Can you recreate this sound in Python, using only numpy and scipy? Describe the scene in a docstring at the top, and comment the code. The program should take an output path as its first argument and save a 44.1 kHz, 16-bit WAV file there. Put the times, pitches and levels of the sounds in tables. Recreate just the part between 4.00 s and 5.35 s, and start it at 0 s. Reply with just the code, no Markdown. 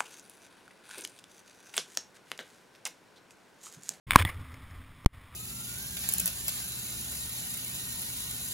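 """The plastic case of a helmet camera clicks, takes one hard knock, is rubbed and squeaks.
Each hit makes the plastic ring briefly; the camera's mount snaps back and wobbles.
Underneath, a dirt bike rolls slowly over gravel, with soft tyre crunch, wind and a faint hum.
The recorder makes it all coarse and gritty, and drops out once with an electrical pop."""
import sys
import numpy as np
from scipy import signal
from scipy.fft import rfft, irfft
from scipy.io import wavfile
from scipy.ndimage import uniform_filter1d

SR = 44100
rng = np.random.default_rng(int(sys.argv[2]) if len(sys.argv) > 2 else 0)


def wav_out(sig):
    """Save sig, one row per channel (or a flat mono array), as 16-bit PCM at SR to the path in sys.argv[1]."""
    wavfile.write(sys.argv[1], SR, np.round(np.clip(np.atleast_2d(sig).T, -1, 1) * 32767).astype(np.int16))


N = 59535
T = np.arange(N) / SR

# wind and frame rumble (time [s], level [dB])
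RUMBLE_LEVELS = [(.068, -44), (.11, -39.5), (.17, -36), (.25, -33.5), (.32, -50), (.41, -42.5),
                 (.48, -51.5), (.6, -49.5), (.7, -49), (.79, -48.5), (.88, -51.5), (1.03, -54), (1.17, -53),
                 (1.29, -56.5), (1.35, -48.5)]
# its tone colour (frequency [Hz], relative level [dB])
RUMBLE_COLOUR = [(15, -1.5), (45, -3), (82, 4), (125, -3), (190, -13), (262, -12), (340, -21.5), (600, -31),
                 (1500, -65.5)]
# faint hum (time [s], level [dB])
HUM_LEVELS = [(.3, -70), (.45, -56), (.56, -57), (.7, -69.5), (1.35, -68)]
# tyres on gravel (time [s], level [dB])
GRAVEL_LEVELS = [(.068, -63), (.3, -47.5), (.36, -52), (.45, -54), (.6, -55), (.75, -57), (.88, -62),
                 (1.0, -64), (1.15, -61), (1.26, -60.5), (1.31, -61), (1.35, -51)]
# their tone colour (frequency [Hz], relative level [dB])
GRAVEL_COLOUR = [(200, -4), (450, -3.5), (700, -3), (1000, -0.5), (1200, 6.5), (1550, -1), (2050, 3),
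                 (2900, -10), (3500, -6), (4400, -16), (5600, -13)]
# single stones (time [s], level [dB], pitch [Hz])
STONE_TICKS = [(.5415, -44, 5310), (0.543, -37, 2116), (.708, -50, 5300), (.712, -44, 1800),
               (.817, -44, 1670), (0.847, -48.5, 2424), (0.919, -44, 1400), (1.238, -47.5, 1753),
               (1.257, -52.5, 2500)]
# bumps that sway the mount (time [s], length [s], level [dB], frequency [Hz])
BUMPS = [(.193, .042, -24, 89), (.33, .06, -37, 86), (.383, .06, -35, 96.2), (0.703, 0.13, -46, 80.5),
         (.772, 0.021, -38, 70.5), (1.15, 0.0342, -47, 85.5)]
# the mount snaps back (time [s], snap level [dB], sway level [dB])
SNAPS = [(0.2503, -16, -18.5), (.2975, -39, -37)]
# ringing tones of the mount (frequency [Hz], level [dB], time to fade by 60 dB [s])
MOUNT_TONES = [(302, -13, 0.029), (890, -6, .012), (1170, -12.5, 0.018), (1900, -1.5, 0.014),
               (3400, -6.5, 0.017), (3522, -10.5, .012)]
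# rubbing on the case (time [s], level [dB])
RUB_LEVELS = [(.068, -59), (.1, -45.5), (.112, -39), (.125, -39), (.15, -37), (.176, -36), (.19, -24.5),
              (.203, -29), (.219, -33.5), (.227, -33.5), (.234, -54.5), (.248, -53), (.256, -41.5),
              (.283, -45.5), (.294, -33.5), (.306, -52), (.34, -58.5)]
# its tone colour (frequency [Hz], relative level [dB])
RUB_COLOUR = [(150, -17.5), (550, -7.5), (900, -6.5), (1070, 2), (1350, -7.5), (1850, -2), (2300, -3),
              (2750, -8.5), (3350, -6), (4300, -17.5), (5600, -14.5)]
# squeak of the case (time [s], pitch [Hz], level [dB])
SQUEAK_PATH = [(0.255, 1950, -55), (.261, 2040, -37), (0.271, 1969, -39), (.278, 2082, -29),
               (.284, 2256, -44), (0.289, 1896, -37.5), (.295, 1906, -36), (0.302, 2178, -38.5),
               (0.309, 2203, -60)]
# clicks of the case (time [s], gain [dB], relative chatter level [dB], treble limit [Hz])
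CLICKS = [(.1082, -5.5, -12, 4600), (0.1188, -16.5, -6, 5000), (.1302, -28, -8.5, 4000),
          (.1341, -13, -17, 2600), (.1358, -24.5, -12, 2800), (0.1636, -25.5, -6, 3000),
          (.1890, -20.5, -15, 4000), (0.1971, -21.5, -13, 4000), (0.1995, -20, -7, 4000),
          (0.2136, -26.5, -22, 4000), (.2230, -16, -13, 3800), (0.2244, -28, -6, 3800)]
# ringing tones of a click (frequency [Hz], level [dB], time to fade by 60 dB [s])
CASE_TONES = [(1170, -16, 0.004), (1685, -11.5, 0.0077), (2265, -3, 0.008), (2950, -8, 0.0042),
              (3460, -13.5, 0.016), (4700, -18.5, .005)]
# ringing tones of the whole shell (frequency [Hz], level [dB], time to fade by 60 dB [s])
SHELL_TONES = [(281, -16.5, 0.016), (910, -12.5, 0.0087), (1068.8, 1, 0.0094), (1580, -9.5, 0.011),
               (2904, -16.5, 0.01)]
# the sound cuts out and returns (time [s], gain [dB])
DROPOUT = [(1.047, 0), (1.050, -50), (1.066, -36), (1.08, -16), (1.11, -13), (1.128, -9), (1.136, 0)]
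# electrical pops (time [s], height [dB], decay time [s], delay of the left channel [s])
POPS = [(1.0472, -32, .0008, 0), (1.06068, -4, .003, .00091)]

HUM_HZ, HUM_WAVER = 263, 0.027
STONE_FADE_S = 0.0092
SNAP_RISE_S, SWAY_HZ, SWAY_FADE_S = .0003, 92, 0.068
SQUEAK_JITTER, SQUEAK_FLUTTER_DB = .07, 2
CHATTER_S, CLICK_LOW_CUT_HZ = .0022, 1000
KNOCK_S, KNOCK_RISE_S, KNOCK_DB = .1577, 0.001, 15
PUSH_DB, PUSH_S, CRACK_DB, CRACK_S = 2.5, 0.0022, 16.5, .0011
COARSE_HZ, TREBLE_LIMIT_HZ, FULL_SCALE = 12000, 15700, .94
START_S, FADE_IN_S = 0.067, 0.0041


def amp(db):
    """Turns decibels into a gain."""
    return 10 ** (np.asarray(db) / 20)


def unit(x):
    """Scales x to an average strength (rms) of 1."""
    return x / np.sqrt(np.mean(x ** 2) + 1e-20)


def level(points):
    """Gain over time from (time [s], level [dB]) points."""
    return amp(np.interp(T, *np.transpose(points)))


def colour(x, points):
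    """Shapes the bass, mids and treble of x, at strength 1."""
    hz, db = np.transpose(points)
    log_hz = np.log(np.fft.rfftfreq(N, 1 / SR) + 1)
    gain = amp(np.interp(log_hz, np.log(hz), db))
    return unit(irfft(rfft(x) * gain, N))


def since(s):
    """Time since s, zero before."""
    return np.maximum(T - s, 0)


def wander(size):
    """Random drift of strength 1, smoothed over size samples."""
    return unit(uniform_filter1d(rng.standard_normal(N), size=size))


def ring(tones, s):
    """An object struck at time s rings with tones that die away."""
    t = since(s)
    alive = (t > 0) & (t < 2 * max(fade for _, _, fade in tones))
    out = np.zeros(N)
    for hz, db, fade in tones:
        out[alive] += amp(db - 60 * t[alive] / fade) * np.sin(2 * np.pi * hz * t[alive])
    return out


def grains(per_s, spread_db):
    """Tiny random hits of uneven size."""
    hits = (rng.random(N) < per_s / SR) * rng.choice([-1, 1], N)
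    return hits * amp(spread_db * np.minimum(rng.exponential(1, N), 4))


def chatter(s, decay_s):
    """A brief burst of tiny contacts, with energy 1."""
    burst = rng.standard_normal(N) * (T > s) * np.exp(-since(s) / decay_s)
    return burst / np.linalg.norm(burst)


def rumble():
    """Wind and the bike's frame make a low noise."""
    return level(RUMBLE_LEVELS) * colour(rng.standard_normal(N), RUMBLE_COLOUR)


def hum():
    """A faint tone wavers in pitch."""
    pitch = HUM_HZ * (1 + HUM_WAVER * wander(size=1500))
    return level(HUM_LEVELS) * np.sin(2 * np.pi * np.cumsum(pitch) / SR)


def gravel():
    """The tyres crunch gravel in clumps, and single stones tick."""
    crunch = grains(per_s=5700, spread_db=1.5) * amp(1.6 * wander(size=700))
    stones = sum(ring([(hz, db, STONE_FADE_S)], s) for s, db, hz in STONE_TICKS)
    return level(GRAVEL_LEVELS) * colour(crunch, GRAVEL_COLOUR) + stones


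def mount():
    """The mount snaps back, sways with a low tone, and sways again over bumps."""
    out = np.zeros(N)
    for s, snap_db, sway_db in SNAPS:
        snap = amp(snap_db) * np.minimum(since(s) / SNAP_RISE_S, 1) * ring(MOUNT_TONES, s)
        out += snap + ring([(SWAY_HZ, sway_db, SWAY_FADE_S)], s)
    for s, length, db, hz in BUMPS:
        swell = abs(np.sin(np.pi * np.minimum(since(s) / length, 1))) ** .5
        out += amp(db) * swell * np.sin(2 * np.pi * hz * since(s))
    return out


def rubbing():
    """Friction on the case makes a grainy scrape."""
    return level(RUB_LEVELS) * colour(grains(per_s=5400, spread_db=3), RUB_COLOUR)


def squeak():
    """The rubbed plastic sticks and slips, making a rough tone."""
    s, hz, db = np.transpose(SQUEAK_PATH)
    pitch = np.interp(T, s, hz) * (1 + SQUEAK_JITTER * wander(size=30))
    loudness = np.interp(T, s, amp(db), left=0, right=0)
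    flutter = amp(SQUEAK_FLUTTER_DB * wander(size=90))
    return loudness * flutter * np.sin(2 * np.pi * np.cumsum(pitch) / SR)


def clicks():
    """Each click rings the case, then chatters on it."""
    out = np.zeros(N)
    case_ring = ring(CASE_TONES, 0)[:2000]
    for s, db, chatter_db, treble_hz in CLICKS:
        rattle = signal.fftconvolve(chatter(s, CHATTER_S), case_ring)[:N]
        click = ring(CASE_TONES, s) + amp(chatter_db) * rattle
        # the small case gives little bass; soft contacts are duller
        band = signal.butter(2, [CLICK_LOW_CUT_HZ, treble_hz], "band", fs=SR)
        out += amp(db) * signal.lfilter(*band, click)
    return out


def knock():
    """A blunt blow pushes the whole shell and rings it, with a short crack."""
    rise = 1 - np.exp(-(since(KNOCK_S) / KNOCK_RISE_S) ** 2)
    shell = rise * ring(SHELL_TONES, KNOCK_S)
    push_age = since(KNOCK_S + KNOCK_RISE_S) / PUSH_S
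    push = (push_age > 0) * (push_age - 1) * np.exp(-push_age)
    crack = chatter(KNOCK_S + KNOCK_RISE_S, CRACK_S)
    return amp(KNOCK_DB) * shell + amp(PUSH_DB) * push + amp(CRACK_DB) * crack


def scene():
    """Everything reaches one microphone."""
    mono = clicks() + knock() + mount() + squeak() + rubbing() + gravel() + rumble() + hum()
    return np.array([mono, mono])


def pop(s, db, decay_s):
    """The recorder's voltage jumps, then leaks away."""
    return amp(db) * (T >= s) * np.exp(-since(s) / decay_s)


def record(dry):
    """The recorder samples coarsely, overloads, and drops out once with a pop."""
    coarse = signal.resample(dry * level(DROPOUT), round(N * COARSE_HZ / SR), axis=1)
    coarse = signal.oaconvolve(coarse, signal.firwin(41, cutoff=5680, fs=COARSE_HZ)[None], "same")
    overloaded = np.clip(coarse, -FULL_SCALE, FULL_SCALE)
    steps = np.repeat(overloaded, 4, axis=1)  # holding each value mirrors the mids into gritty treble
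    gritty = signal.resample(steps, N, axis=1) * np.minimum(since(START_S) / FADE_IN_S, 1)
    pops = sum(np.array([pop(s + lag, db, decay), pop(s, db, decay)]) for s, db, decay, lag in POPS)
    treble_cut = signal.firwin(201, TREBLE_LIMIT_HZ, window=("kaiser", 7), fs=SR)
    return signal.oaconvolve(gritty + pops, treble_cut[None], "same")


dry = scene()
out = record(dry)
wav_out(out)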